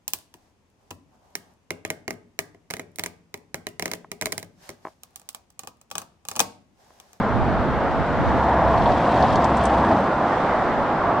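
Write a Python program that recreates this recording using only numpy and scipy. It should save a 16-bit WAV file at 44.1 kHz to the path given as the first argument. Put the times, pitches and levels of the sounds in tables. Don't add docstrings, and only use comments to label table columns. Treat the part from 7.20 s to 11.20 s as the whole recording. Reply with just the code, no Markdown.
import sys
import numpy as np
from scipy import signal
from scipy.fft import rfft, irfft
from scipy.io import wavfile
from scipy.ndimage import uniform_filter1d

SR = 44100
rng = np.random.default_rng(int(sys.argv[2]) if len(sys.argv) > 2 else 0)


def store_wav(level_fs):
    pcm = np.round(np.clip(np.atleast_2d(level_fs), -1, 1) * 32767)
    wavfile.write(sys.argv[1], SR, pcm.T.astype(np.int16))


N = 176400

# (f/Hz, relative density/dB)
TRAFFIC_SPECTRUM = [(20, -20), (60, -7.5), (110, -6), (210, -1), (400, -5), (660, -0.5), (1000, -5),
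                    (1400, -8), (2000, -18.5), (2600, -25.5), (3500, -30), (5000, -39), (6800, -47),
                    (8200, -50.5), (10000, -56.5), (12500, -78.5)]
LORRY_ROAR_SPECTRUM = [(250, -19), (450, -6), (600, -1.5), (730, 1.5), (830, -0.5), (920, 2), (1100, -3.5),
                       (1350, -20.5), (1700, -13.5), (2300, -29), (4000, -59)]
LORRY_RUMBLE_SPECTRUM = [(20, -26), (55, -10), (90, -1), (160, -0.5), (190, 3), (240, 1.5), (320, -0.5),
                         (420, -10.5), (800, -27), (2000, -68)]
LORRY_HISS_SPECTRUM = [(800, -4.5), (1750, -5), (2400, -0.5), (3400, -2.5), (4400, -8.5), (5800, -14),
                       (7000, -18.5), (8100, -19), (10000, -28), (12500, -47)]
CAR_ROAR_SPECTRUM = [(100, -28), (250, -3), (450, -9), (720, 4.5), (930, 1.5), (1150, 1.5), (1500, -13),
                     (2200, -26), (4000, -55)]
CAR_HISS_SPECTRUM = [(500, -5), (1300, -3), (1900, 0), (2600, -19), (3600, -17.5), (5500, -27),
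                     (8200, -36.5), (10000, -40), (12500, -61.5)]
WIND_SPECTRUM = [(10, -18.5), (22, -5.5), (45, -4), (70, 1.5), (150, -3.5), (250, -11.5), (450, -21.5),
                 (800, -37), (2000, -76.5)]
CHATTER_SPECTRUM = [(1500, -10.5), (3200, 6), (4600, 0.5), (6200, -6), (8100, -10.5), (10200, -16.5),
                    (12000, -38.5)]
# (f/Hz, correlation)
ROAD_CORRELATION = [(450, 1), (900, 0.97), (1900, 0.85), (2800, 0.54), (5000, 0.24), (8200, .05),
                    (10500, -.8)]
LORRY_CORRELATION = [(100, 1), (3500, 1), (6000, 0.39), (8500, -0.12), (10500, -.4)]
# (f/Hz, left minus right/dB)
LORRY_BALANCE = [(1000, -5), (1650, 7), (2150, 6), (2800, 5.5), (4300, 2), (5500, 3.5), (6500, 4.5),
                 (7800, -7), (9300, 6)]
CAR_BALANCE = [(300, 0), (750, -3.5), (1700, 0), (3000, -3.5), (6000, 1)]
# (t/s, tyre roar/dB, body rumble/dB, tyre hiss/dB)
LORRY_LEVELS = [(0, -31.5, -25.5, -54.5), (.85, -33.5, -39, -58), (1.1, -24, -28.5, -45.5),
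                (1.4, -21, -27.5, -47), (1.7, -20.5, -27.5, -41), (1.82, -23.5, -28.5, -41),
                (2.05, -20, -24.5, -38.5), (2.32, -22, -26, -42), (2.5, -21.5, -27, -41),
                (2.73, -21, -22.5, -44), (2.92, -30.5, -36, -49.5), (3.3, -39, -50, -52),
                (4, -47.5, -40, -74.5)]
# (t/s, f/Hz, level relative to the roar/dB)
TREAD_NOTE = [(0, 645, -15), (1.0, 660, -13), (1.4, 680, -7.5), (1.7, 700, -4.5), (2.1, 748.4, -5),
              (2.35, 713, -5), (2.8, 640, -9), (4, 595, -11.5)]
# (t/s, tyre roar/dB, tyre hiss/dB)
CAR_LEVELS = [(0, -34, -61), (.7, -37.5, -40.5), (1.25, -36, -35.5), (2.0, -51, -56), (2.9, -26, -46),
              (3.1, -25, -33), (3.35, -25, -33.5), (3.65, -26.5, -37.5), (3.9, -21, -41), (4, -22, -52)]
# (t/s, level/dB)
GUST_LEVELS = [(0, -39.5), (.15, -27), (.55, -26.5), (.95, -31), (1.15, -26.5), (1.3, -36), (1.7, -29),
               (1.85, -45), (2.13, -29), (2.47, -53.5), (3.2, -48), (3.5, -36.5), (3.75, -38), (4, -52)]
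# (t/s, firing rate/Hz, level/dB)
EXHAUST_DRONE = [(0, 69, -48), (.7, 68.5, -39), (1.1, 67.8, -31), (1.7, 67.5, -30), (2.4, 66.1, -29.5),
                 (2.6, 62, -33), (2.8, 58, -47), (3.1, 56, -70)]
# (multiple of the firing rate, relative level/dB)
ENGINE_ORDERS = [(1, -0.5), (2, -13.5), (2.5, -17), (3, -20), (3.5, -15)]
# (t/s, level/dB)
CHATTER_LEVELS = [(0, -75), (1.4, -63), (1.65, -52), (1.85, -52), (2.15, -46.5), (2.3, -53), (2.7, -48.5),
                  (2.9, -58), (4, -83)]
# (t/s, level/dB, band centre/Hz, left minus right/dB, crash T60/s)
FITTING_IMPACTS = [(1.576, -34, 4400, 3, .02), (1.620, -35.5, 3900, 3, .025), (1.657, -32.5, 3500, 3, .035),
                   (1.717, -36, 4600, 4, .035), (2.024, -34, 4500, 2, .065), (2.081, -37, 4500, 2, .03),
                   (2.126, -39, 5200, 2, .03), (2.156, -33, 5200, 2, .04), (2.242, -31, 5800, 0, .04),
                   (2.369, -39.5, 6900, -3, .06), (2.396, -37, 3200, 0, .02), (2.437, -38.5, 8700, -2, .02),
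                   (2.453, -31.5, 7100, -7, .04)]
# (f/Hz, relative level/dB, T60/s)
METAL_MODES = [(3400, 2, .08), (4300, -2, .06), (6020, -4, .05), (7320, -3, .06), (7980, -2, .09),
               (8230, -3, .09), (8800, -5, .08), (9650, -2, .05)]


def amp(db):
    return 10 ** (np.asarray(db) / 20)


def unit(x):
    return x / np.sqrt(np.mean(x ** 2) + 1e-20)


def curve(rows, column=1):
    rows = np.array(rows)
    return np.interp(np.arange(N) / SR, rows[:, 0], rows[:, column])


def at_frequencies(points, hz):
    f, value = np.transpose(points)
    return np.interp(np.log(hz + 1), np.log(f + 1), value)


def band(hz, centre, octaves):
    return np.exp(-.5 * (np.log2((hz + 1) / centre) / octaves) ** 2)


def drift(rate_hz):
    hz = np.fft.rfftfreq(N, 1 / SR)
    return unit(irfft(rfft(rng.standard_normal(N)) * np.exp(-.5 * (hz / rate_hz) ** 2), N))


def noise(spectrum, correlation, patchy_db, balance=((1, 0), (2, 0))):
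    hz = np.fft.rfftfreq(2048, 1 / SR)
    a, b, c, d, patches = rng.standard_normal((N // 512 + 4, len(hz), 5)).T
    patches = unit(uniform_filter1d(uniform_filter1d(patches, 14, axis=0), 7, axis=1))
    shared = np.clip(at_frequencies(correlation, hz), -1, 1)[:, None]
    left = a + 1j * b
    right = shared * left + np.sqrt(1 - shared ** 2) * (c + 1j * d)
    lean = amp(at_frequencies(balance, hz) / 2)[:, None]
    colour = amp(at_frequencies(spectrum, hz)[:, None] + patchy_db * patches)
    frames = np.array([left * lean, right / lean]) * colour
    return unit(signal.istft(frames, nperseg=2048, noverlap=1536)[1][:, :N])


def far_traffic(level_db=-23):
    return amp(level_db) * noise(TRAFFIC_SPECTRUM, ROAD_CORRELATION, patchy_db=0.8)


def lorry(tread_width_hz=62):
    phase = 2 * np.pi * np.cumsum(curve(TREAD_NOTE)) / SR
    tread = unit(drift(tread_width_hz / 2) * np.cos(phase) + drift(tread_width_hz / 2) * np.sin(phase))
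    roar = noise(LORRY_ROAR_SPECTRUM, LORRY_CORRELATION, patchy_db=1.4)
    roar += amp(curve(TREAD_NOTE, column=2)) * tread
    rumble = noise(LORRY_RUMBLE_SPECTRUM, LORRY_CORRELATION, patchy_db=0.3)
    flutter = amp(1.4 * drift(rate_hz=35))
    hiss = flutter * noise(LORRY_HISS_SPECTRUM, LORRY_CORRELATION, patchy_db=1.2, balance=LORRY_BALANCE)
    roar_gain, rumble_gain, hiss_gain = (amp(curve(LORRY_LEVELS, column)) for column in (1, 2, 3))
    return roar * roar_gain + rumble * rumble_gain + hiss * hiss_gain


def cars():
    roar = noise(CAR_ROAR_SPECTRUM, ROAD_CORRELATION, patchy_db=0.9, balance=CAR_BALANCE)
    hiss = noise(CAR_HISS_SPECTRUM, ROAD_CORRELATION, patchy_db=2, balance=CAR_BALANCE)
    return roar * amp(curve(CAR_LEVELS, column=1)) + hiss * amp(curve(CAR_LEVELS, column=2))


def wind(buffet_db=1.6, lean_db=3, correlation=-0.25):
    gusts = amp(curve(GUST_LEVELS) + buffet_db * drift(rate_hz=6.7))
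    turbulence = noise(WIND_SPECTRUM, [(1, correlation), (2, correlation)], patchy_db=2.5)
    return turbulence * gusts * amp([[-lean_db], [lean_db]])


def exhaust(roughness=.42, wobble=.016):
    firing_hz = curve(EXHAUST_DRONE) * (1 + wobble * drift(rate_hz=6.2))
    phase = 2 * np.pi * np.cumsum(firing_hz) / SR
    drone = np.zeros(N)
    for order, db in ENGINE_ORDERS:
        strength = amp(db) * (1 + roughness * drift(rate_hz=10))
        drone += strength * np.sin(order * phase + 2 * np.pi * rng.random())
    return unit(drone) * amp(curve(EXHAUST_DRONE, column=2))


def chatter(taps_per_s=110, power_decay_s=.004):
    taps = (rng.random(N) < taps_per_s / SR) * rng.uniform(0.22, 1, N) ** 2
    power = signal.lfilter([1], [1, -np.exp(-1 / (power_decay_s * SR))], taps)
    carrier = noise(CHATTER_SPECTRUM, LORRY_CORRELATION, patchy_db=1.2, balance=LORRY_BALANCE)
    return carrier * unit(np.sqrt(power)) * amp(curve(CHATTER_LEVELS))


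def clinks(ring_db=-19, scatter_db=-19, scatter_t60=.12, knock_hz=3450, rise_s=.0016):
    out = np.zeros((2, N))
    t = np.arange(SR // 5) / SR
    hz = np.fft.rfftfreq(len(t), 1 / SR)
    rolloff = 1 / (1 + (hz / 10500) ** 16)
    envelope = np.minimum(t / rise_s, 1) * np.linspace(1, 0, len(t)) ** 2
    for start, db, centre_hz, pan_db, crash_t60 in FITTING_IMPACTS:
        burst = unit(rng.standard_normal((2, len(t))) + rng.standard_normal(len(t)))
        crash = burst * amp(-60 * t / crash_t60)
        scatter = burst * amp(scatter_db - 60 * t / scatter_t60)
        ring = sum(amp(level - 60 * t / t60) * np.sin(2 * np.pi * (f * t + rng.random()))
                   for f, level, t60 in METAL_MODES)
        colour = band(hz, centre_hz, octaves=.36) + amp(-2.5) * band(hz, knock_hz, octaves=.32)
        hit = irfft(rfft(crash + scatter + amp(ring_db) * ring) * unit(colour * rolloff), len(t))
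        at = round(start * SR)
        out[:, at:at + len(t)] += hit * envelope * amp([[db + pan_db / 2], [db - pan_db / 2]])
    return out


def scene():
    return far_traffic() + lorry() + cars() + wind() + exhaust() + chatter() + clinks()


def record(dry, shelf_hz=11500, cutoff_hz=15700):
    hz = np.fft.rfftfreq(2 * N, 1 / SR)
    shelf = .4 + .6 / (1 + (hz / shelf_hz) ** 16)
    dulled = irfft(rfft(dry, 2 * N) * shelf)[:, :N]
    lowpass = signal.firwin(511, cutoff_hz, window=("kaiser", 9), fs=SR)
    return signal.oaconvolve(dulled, lowpass[None], "same")


dry = scene()
out = record(dry)
store_wav(out)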